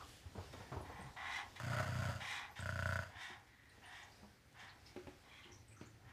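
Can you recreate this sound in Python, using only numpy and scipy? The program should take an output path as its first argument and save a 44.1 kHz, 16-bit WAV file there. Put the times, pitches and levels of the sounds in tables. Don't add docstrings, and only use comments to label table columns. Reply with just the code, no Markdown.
import sys
import numpy as np
from scipy import signal
from scipy.io import wavfile
from scipy.ndimage import uniform_filter1d

SR = 44100
rng = np.random.default_rng(int(sys.argv[2]) if len(sys.argv) > 2 else 0)


def put_to_file(sound):
    columns = np.atleast_2d(sound).T
    safe = np.clip(columns, -1, 1)
    whole_steps = np.round(safe * 32767)
    wavfile.write(sys.argv[1], SR, whole_steps.astype(np.int16))


N = 269958

# time_s, chest_db, throat_db, chest_pitch_factor
GROWLS = [
    [(1.599, -57, -51.5, 1.1), (1.641, -43, -54, 1.15), (1.783, -41, -44, 1.17),
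     (1.847, -47.5, -50.5, 1.04), (1.919, -41, -52.5, 1.08), (2.089, -41, -48, 0.98),
     (2.183, -51, -60, 0.98), (2.28, -63, -69, 1)],
    [(2.591, -48.5, -52.5, 0.98), (2.63, -45.5, -53.5, 0.97), (2.667, -45, -44, 0.92),
     (2.74, -44.5, -52, 1), (2.80, -44, -44.5, .95), (2.873, -41, -44.5, 0.915), (3.0, -44.5, -44, .97),
     (3.03, -54, -53.5, 0.95), (3.13, -61, -73, 0.88)],
]
# time_s, flaps_hz, roughness (0 to 1)
PALATE_FLUTTER = [
    [(1.599, 30.1, .85), (1.765, 30.1, .9), (1.78, 32.8, .92), (1.873, 32.8, .9), (1.888, 30.4, .85)],
    [(2.591, 30.1, .5), (2.75, 30.1, .4), (2.79, 30.1, .27), (3.0, 30.1, .27), (3.03, 30.1, .8)],
]
GROWL_OPENINGS = [0.97, 0.98]
# pitch_hz, width_hz, gain_db
CHEST_RESONANCES = [(100, 41, 0), (195, 110, -20), (285, 90, -27)]
# pitch_hz, width_hz, gain_db
THROAT_RESONANCES = [(625, 120, -6), (1040, 170, -14), (1465, 170, 0), (1800, 420, -13), (2150, 500, -19)]
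# pitch_hz, width_hz, gain_db
NOSE_RESONANCES = [(2640, 1260, 1), (3350, 1100, -0.5), (4780, 910, 0.5), (6510, 1070, -3.5),
                   (7980, 1800, -9.5), (9660, 1300, -11.5), (12500, 4400, -17.5)]
# start_s, swell_s, fade_s, level_db, swell_db, brightness_db_per_octave, mouth_pitch_factor
PANTS = [(0.0, 0.092, 0.29, -65, 6, 11, 0.88), (0.525, 0.022, 0.27, -62.5, -8, 2, .96),
         (0.84, 0.15, 0.22, -57, 2, -7, 1), (1.16, 0.2, 0.12, -43.5, 8.5, -.5, 1.034),
         (1.555, 0.018, 0.065, -55, -1, 1, 1.02), (2.198, .11, 0.23, -45.5, 4.5, 1.5, 1.02),
         (2.555, 0.045, 0.045, -54, 0.5, 1.5, 0.96), (3.09, 0.13, .22, -50.5, 14.5, 2, .97),
         (3.46, .05, 0.56, -72.5, -2, -0.5, 1), (3.815, 0.14, 0.19, -55.5, 8, 1, 0.97),
         (4.54, 0.061, 0.22, -57, 10.5, 0.5, 0.945), (4.82, 0.057, .1, -67, 10, 5, 1.15),
         (5.23, 0.14, .27, -63.5, 6.5, 0, 1.065), (6.0, .09, .15, -63.5, 15, -2.5, 0.97)]
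# pitch_hz, width_hz
MOUTH_RESONANCES = [(800, 160), (1050, 190), (1400, 300), (1700, 250), (1950, 230), (2350, 330),
                    (2850, 400), (3300, 350), (3750, 400), (5300, 1800), (8000, 3500), (12000, 6000)]
MOUTH_GAINS = [-3, -4.5, -8, -6, 1, -7, -11, -9.5, -8.5, -19.5, -29, -41.5]
# start_s, length_s, level_db, pitch_hz
WHEEZES = [(1.175, 0.067, -72, 3550), (3.461, 0.38, -73, 1905), (5.258, 0.19, -69.5, 3280),
           (5.29, .13, -67.5, 2350)]
# start_s, level_db, boom_pitch_hz, scuff_gain_db
PAW_STEPS = [(0.254, -39, 81.5, -16.5), (0.348, -45.5, 196, 1), (0.376, -38.5, 88.8, -3),
             (0.429, -50, 93, -3.5), (0.529, -54, 85.4, 10), (0.598, -57.5, 81, 12.5),
             (0.716, -39.5, 125, 3.5), (0.759, -38.5, 87, -1), (0.798, -43, 85.4, -2),
             (0.889, -51, 82.4, 7), (0.989, -47, 186, -1.5), (1.039, -45, 132, -11), (4.225, -51, 207, -2)]
# start_s, level_db
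BOX_KNOCKS = [(3.3, -52), (3.777, -56), (4.619, -55.5), (4.962, -39), (5.07, -41.5), (5.454, -55),
              (5.491, -53.5), (5.811, -40.5)]
# pitch_hz, gain_db, ring_s (time to fade by 60 dB)
BOX_TONES = [(235, -5, .12), (300, -1, .15), (355, 0, .16), (430, -4, .11), (570, -10, .07),
             (800, -10, .05)]
# start_s, level_db, pitch_hz, fade_s (time to fade by 60 dB)
# among them are breathy wheezes at 0 and 5.429 s, and a sharp snort in the first growl at 1.79 s
SHORT_HISSES = [(0, -52.5, 1150, 0.23), (0.808, -62.5, 10600, .11), (1.0, -66, 8600, 0.35),
                (1.79, -36.5, 1230, 0.052), (2.51, -69, 12770, .16), (2.6, -55.5, 8120, 0.099),
                (3.69, -64.5, 4070, .13), (3.69, -71, 9000, .1), (3.835, -54, 2850, 0.093),
                (3.852, -67, 9200, .25), (4.026, -57.5, 6700, .08), (4.115, -69, 4800, .6),
                (4.59, -66, 6500, .11), (4.69, -59, 4160, 0.14), (4.859, -59, 5100, 0.21),
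                (5.429, -59, 3060, 0.3), (5.515, -61, 5880, 0.32), (5.679, -66, 8180, 0.4),
                (5.71, -64, 2370, .17), (5.765, -69, 6100, .57), (5.765, -64, 1350, 0.43),
                (5.796, -70, 4450, .32), (5.856, -66.5, 6900, .2)]
# time_s, level_db
BRUSH_LEVELS = [(0.0, -57), (0.226, -64.5), (0.412, -58), (1.15, -61.5), (1.5, -59), (3.45, -68),
                (3.62, -77), (3.75, -65.5), (4.2, -62.5), (4.4, -70), (4.92, -64), (5.2, -65), (5.6, -68),
                (6.12, -70.5)]
# pitch_hz, gain_db
BRUSH_COLOUR = [(88, 17.5), (150, -18), (221, 5.5), (627, 1.5), (791, 4.5), (1160, -3.5), (5160, -6),
                (15200, -23)]
# time_s, level_db
RUMBLE_LEVELS = [(0.0, -82), (0.262, -63), (0.872, -54), (1.55, -74), (2.45, -67), (3.2, -66),
                 (4.02, -72.5), (4.5, -68), (4.9, -69), (5.4, -67), (6.12, -63)]
# pitch_hz, gain_db
RUMBLE_COLOUR = [(20, -5), (60, -22), (90, -1), (120, -7.5), (160, -19), (300, -18), (600, -55.5)]
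# pitch_hz, gain_db
HISS_COLOUR = [(88, -66), (150, -0.5), (592, -7), (718, -39), (1260, -6.5), (1440, -6), (1960, -5.5),
               (2830, -14.5), (3370, -17), (15200, -26)]


def growl(shape, flutter, opening, nose_db):
    t, chest_db, throat_db, tightness = follow(shape)
    times, flaps_hz, roughness = np.transpose(flutter)
    rough = np.interp(t, times, roughness)
    flaps = np.cumsum(np.interp(t, times, flaps_hz)) / SR
    flap_number = flaps.astype(int)
    slaps = 1. * (np.diff(flap_number, prepend=-1) > 0)
    chance = rng.standard_normal((flap_number[-1] + 1, 4))[flap_number].T
    clicks = slaps * amp(2 * chance[0])
    for k, (share, db) in enumerate([(.22, -13), (.4, -14), (.58, -14)]):
        bounces = np.diff(np.floor(flaps - share), prepend=-1) > 0
        clicks += bounces * amp(db + 4 * chance[k + 1])
    soft_clicks = uniform_filter1d(uniform_filter1d(clicks, size=9), size=7)
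    spurts = signal.lfilter([1], [1, -np.exp(-1 / (0.003 * SR))], clicks ** 0.36)
    lumps, wobble = drift(len(t), 200), drift(len(t), 500)
    airflow = 1.6 * rough * amp(2.9 * lumps) + evened(spurts)
    puffs = evened(airflow * rng.standard_normal(len(t)))
    chest = cavity(evened(slaps) + .6 * rough ** 2 * puffs, CHEST_RESONANCES, tightness)
    shaking = opening * (1 + .06 * rough ** 2 * wobble)
    throat = cavity((1 - rough) * evened(soft_clicks) + rough * puffs, THROAT_RESONANCES, shaking)
    slack_mouth_air = cavity(puffs, [(630, 240, 12), (1070, 1100, 2), (2000, 680, -7.5)])
    throat += 0.76 * rough ** 3 * slack_mouth_air
    rasp_db = nose_db + 0.59 * (throat_db + 50.5)
    rasp = amp(rasp_db) * cavity(puffs, NOSE_RESONANCES)
    voice = amp(throat_db) * throat - amp(chest_db) * chest + rasp
    return t[0], voice * ramp(t[-1] - t, 0.035)


def pant(swell_s, fade_s, level_db, swell_db, brightness, opening):
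    t = np.arange(0, swell_s + fade_s, 1 / SR)
    rise_db = -swell_db * (1 - ramp(t, swell_s))
    flow_db = rise_db - 21.5 * ramp(t - swell_s, fade_s) ** 2.09
    lumps_db = 0.99 * drift(len(t), 250)
    widening = opening + .005 * rise_db
    tilt = brightness + 0.62 * flow_db
    mouth = np.column_stack([MOUTH_RESONANCES, MOUTH_GAINS])
    air = cavity(rng.standard_normal(len(t)), mouth, widening, tilt)
    return amp(level_db + flow_db + lumps_db) * air * ramp(t, 0.0076)


def wheeze(length_s, level_db, pitch_hz):
    whistle = noise_band(round(length_s * SR), pitch_hz, width_hz=280)
    return amp(level_db) * whistle * signal.windows.tukey(len(whistle), .4)


def lip_smacks(per_second=10):
    strength = amp(-54 + 3 * np.minimum(rng.exponential(1, N), 3))
    clicks = strength * (rng.random(N) < per_second / SR)
    return resonate(resonate(clicks, 6000, 5400), 6000, 4800)


def paw_step(level_db, pitch_hz, scuff_db, fade_s=0.16):
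    t = np.arange(SR // 3) / SR
    boom = np.sin(2 * np.pi * pitch_hz * t) * decay(t, fade_s)
    noise = resonate(rng.standard_normal(len(t)), 600, 1000)
    carpet = evened(resonate(noise, 400, 350) + .7 * resonate(noise, 820, 350))
    scuff = .5 * amp(scuff_db) * carpet * decay(t, 1.2 * fade_s)
    return amp(level_db) * (boom + scuff) * ramp(t, .008)


def box_knock(level_db, scrape_db=-16.5):
    t = np.arange(SR // 3) / SR
    tones = np.zeros(len(t))
    for pitch_hz, gain_db, ring_s in BOX_TONES:
        louder, higher = rng.standard_normal(2)
        tone = np.sin(2 * np.pi * pitch_hz * (1 + 0.021 * higher) * t)
        tones += amp(gain_db + 2 * louder) * tone * decay(t, ring_s)
    blow = rng.standard_normal(900) * np.exp(-t[:900] / 0.01)
    ring = signal.fftconvolve(tones, blow)[:len(t)]
    scrape = noise_band(len(t), 1560, 2500) * (decay(t, 0.025) + 0.48 * decay(t, 0.44))
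    return amp(level_db) * (ring / abs(ring).max() + amp(scrape_db) * scrape) * ramp(t, 0.0017)


def short_hiss(level_db, pitch_hz, fade_s, crackle_db=3.5):
    t = np.arange(SR // 2) / SR
    width_hz = 200 + .06 * pitch_hz
    crackle = amp(crackle_db * drift(len(t), 60)) * rng.standard_normal(len(t))
    band = evened(resonate(resonate(crackle, pitch_hz, width_hz), pitch_hz, 2 * width_hz))
    return amp(level_db) * band * decay(t, fade_s) * ramp(t, .006) * ramp(t[-1] - t, .1)


def carpet_brushing():
    return level_curve(BRUSH_LEVELS) * coloured_noise(BRUSH_COLOUR, drift_db=1.5)


def hum(start_s=5.45, rise_s=0.29, level_db=-62.5):
    tone = noise_band(N, pitch_hz=103, width_hz=18.5)
    return amp(level_db) * tone * ramp(np.arange(N) / SR - start_s, rise_s)


def rumble_and_hiss(hiss_db=-72.5):
    rumble = level_curve(RUMBLE_LEVELS) * coloured_noise(RUMBLE_COLOUR, drift_db=1.5)
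    return rumble + amp(hiss_db) * coloured_noise(HISS_COLOUR, drift_db=1.2)


def room_echo(sound, bass_fade_s=.33):
    echoes = np.zeros(SR // 2)
    slots = np.arange(260, len(echoes) - 20, 20)
    echoes[slots + rng.integers(0, 20, len(slots))] = rng.choice([-1., 1.], len(slots))
    hz, t, spectrum = signal.stft(echoes, SR, nperseg=256)
    fade_s = bass_fade_s / (1 + hz / 9000)
    tail = signal.istft(spectrum * decay(t, fade_s[:, None]), SR, nperseg=256)[1]
    tail = signal.sosfilt(signal.butter(2, 220, "highpass", fs=SR, output="sos"), tail)
    return signal.fftconvolve(sound, tail / np.linalg.norm(tail))[:N]


def cavity(sound, resonances, pitch_factor=1, tilt_db_per_octave=0):
    total = 0
    for k, (hz, width_hz, db) in enumerate(resonances):
        pitch_hz = hz * pitch_factor
        ring = resonate(resonate(sound, pitch_hz, width_hz), pitch_hz, width_hz)
        gain = amp(db + tilt_db_per_octave * np.log2(hz / 2000))
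        total += (-1) ** k * gain * ring
    return total / np.sqrt(uniform_filter1d(total ** 2, size=4400) + 1e-20)


def resonate(sound, pitch_hz, width_hz):
    shift = np.exp(2j * np.pi * np.cumsum(pitch_hz * np.ones(len(sound))) / SR)
    memory = np.exp(-np.pi * width_hz / SR)
    return 2 * (shift * signal.lfilter([1 - memory], [1, -memory], sound / shift)).real


def noise_band(samples, pitch_hz, width_hz):
    once = resonate(rng.standard_normal(samples), pitch_hz, width_hz)
    return evened(resonate(once, pitch_hz, width_hz))


def coloured_noise(colour, drift_db):
    hz = np.fft.rfftfreq(1024, 1 / SR)
    pitch_hz, gain_db = np.transpose(colour)
    colour_db = np.interp(np.log(hz + 1), np.log(pitch_hz + 1), gain_db)
    real, imaginary, patches = rng.standard_normal((N // 256 + 5, 513, 3)).T
    patches = evened(uniform_filter1d(uniform_filter1d(patches, size=14, axis=0), size=10, axis=1))
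    spectrum = (real + 1j * imaginary) * amp(colour_db[:, None] + drift_db * patches)
    return evened(signal.istft(spectrum, nperseg=1024, noverlap=768)[1][:N])


def drift(samples, smoothing):
    return evened(uniform_filter1d(rng.standard_normal(samples), size=smoothing))


def follow(rows):
    times, *columns = np.transpose(rows)
    t = np.arange(times[0], times[-1], 1 / SR)
    return [t] + [np.interp(t, times, column) for column in columns]


def level_curve(rows):
    return amp(np.interp(np.arange(N) / SR, *np.transpose(rows)))


def ramp(t, length_s):
    return np.clip(t / length_s, 0, 1)


def decay(t, fade_s):
    return amp(-60 * t / fade_s)


def amp(db):
    return 10 ** (np.asarray(db) / 20)


def evened(sound):
    return sound / np.sqrt(np.mean(sound ** 2) + 1e-20)


def add(mix, start_s, sound):
    part = mix[round(start_s * SR):][:len(sound)]
    part += sound[:len(part)]


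def scene(echo_db=-11):
    near = lip_smacks()
    nose_levels_db = (-57.5, -61.5)
    for settings in zip(GROWLS, PALATE_FLUTTER, GROWL_OPENINGS, nose_levels_db):
        add(near, *growl(*settings))
    events = [(paw_step, PAW_STEPS), (box_knock, BOX_KNOCKS), (short_hiss, SHORT_HISSES),
              (pant, PANTS), (wheeze, WHEEZES)]
    for source, table in events:
        for start_s, *settings in table:
            add(near, start_s, source(*settings))
    background = rumble_and_hiss() + carpet_brushing()
    return (near + amp(echo_db) * room_echo(near) + background + hum())[None]


def record(dry, low_hz=62, high_hz=15350):
    thin = signal.sosfilt(signal.butter(2, low_hz, "highpass", fs=SR, output="sos"), dry)
    treble_cut = signal.firwin(511, high_hz, window=("kaiser", 9), fs=SR)
    return signal.oaconvolve(thin, treble_cut[None], "same")


dry = scene()
out = record(dry)
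put_to_file(out)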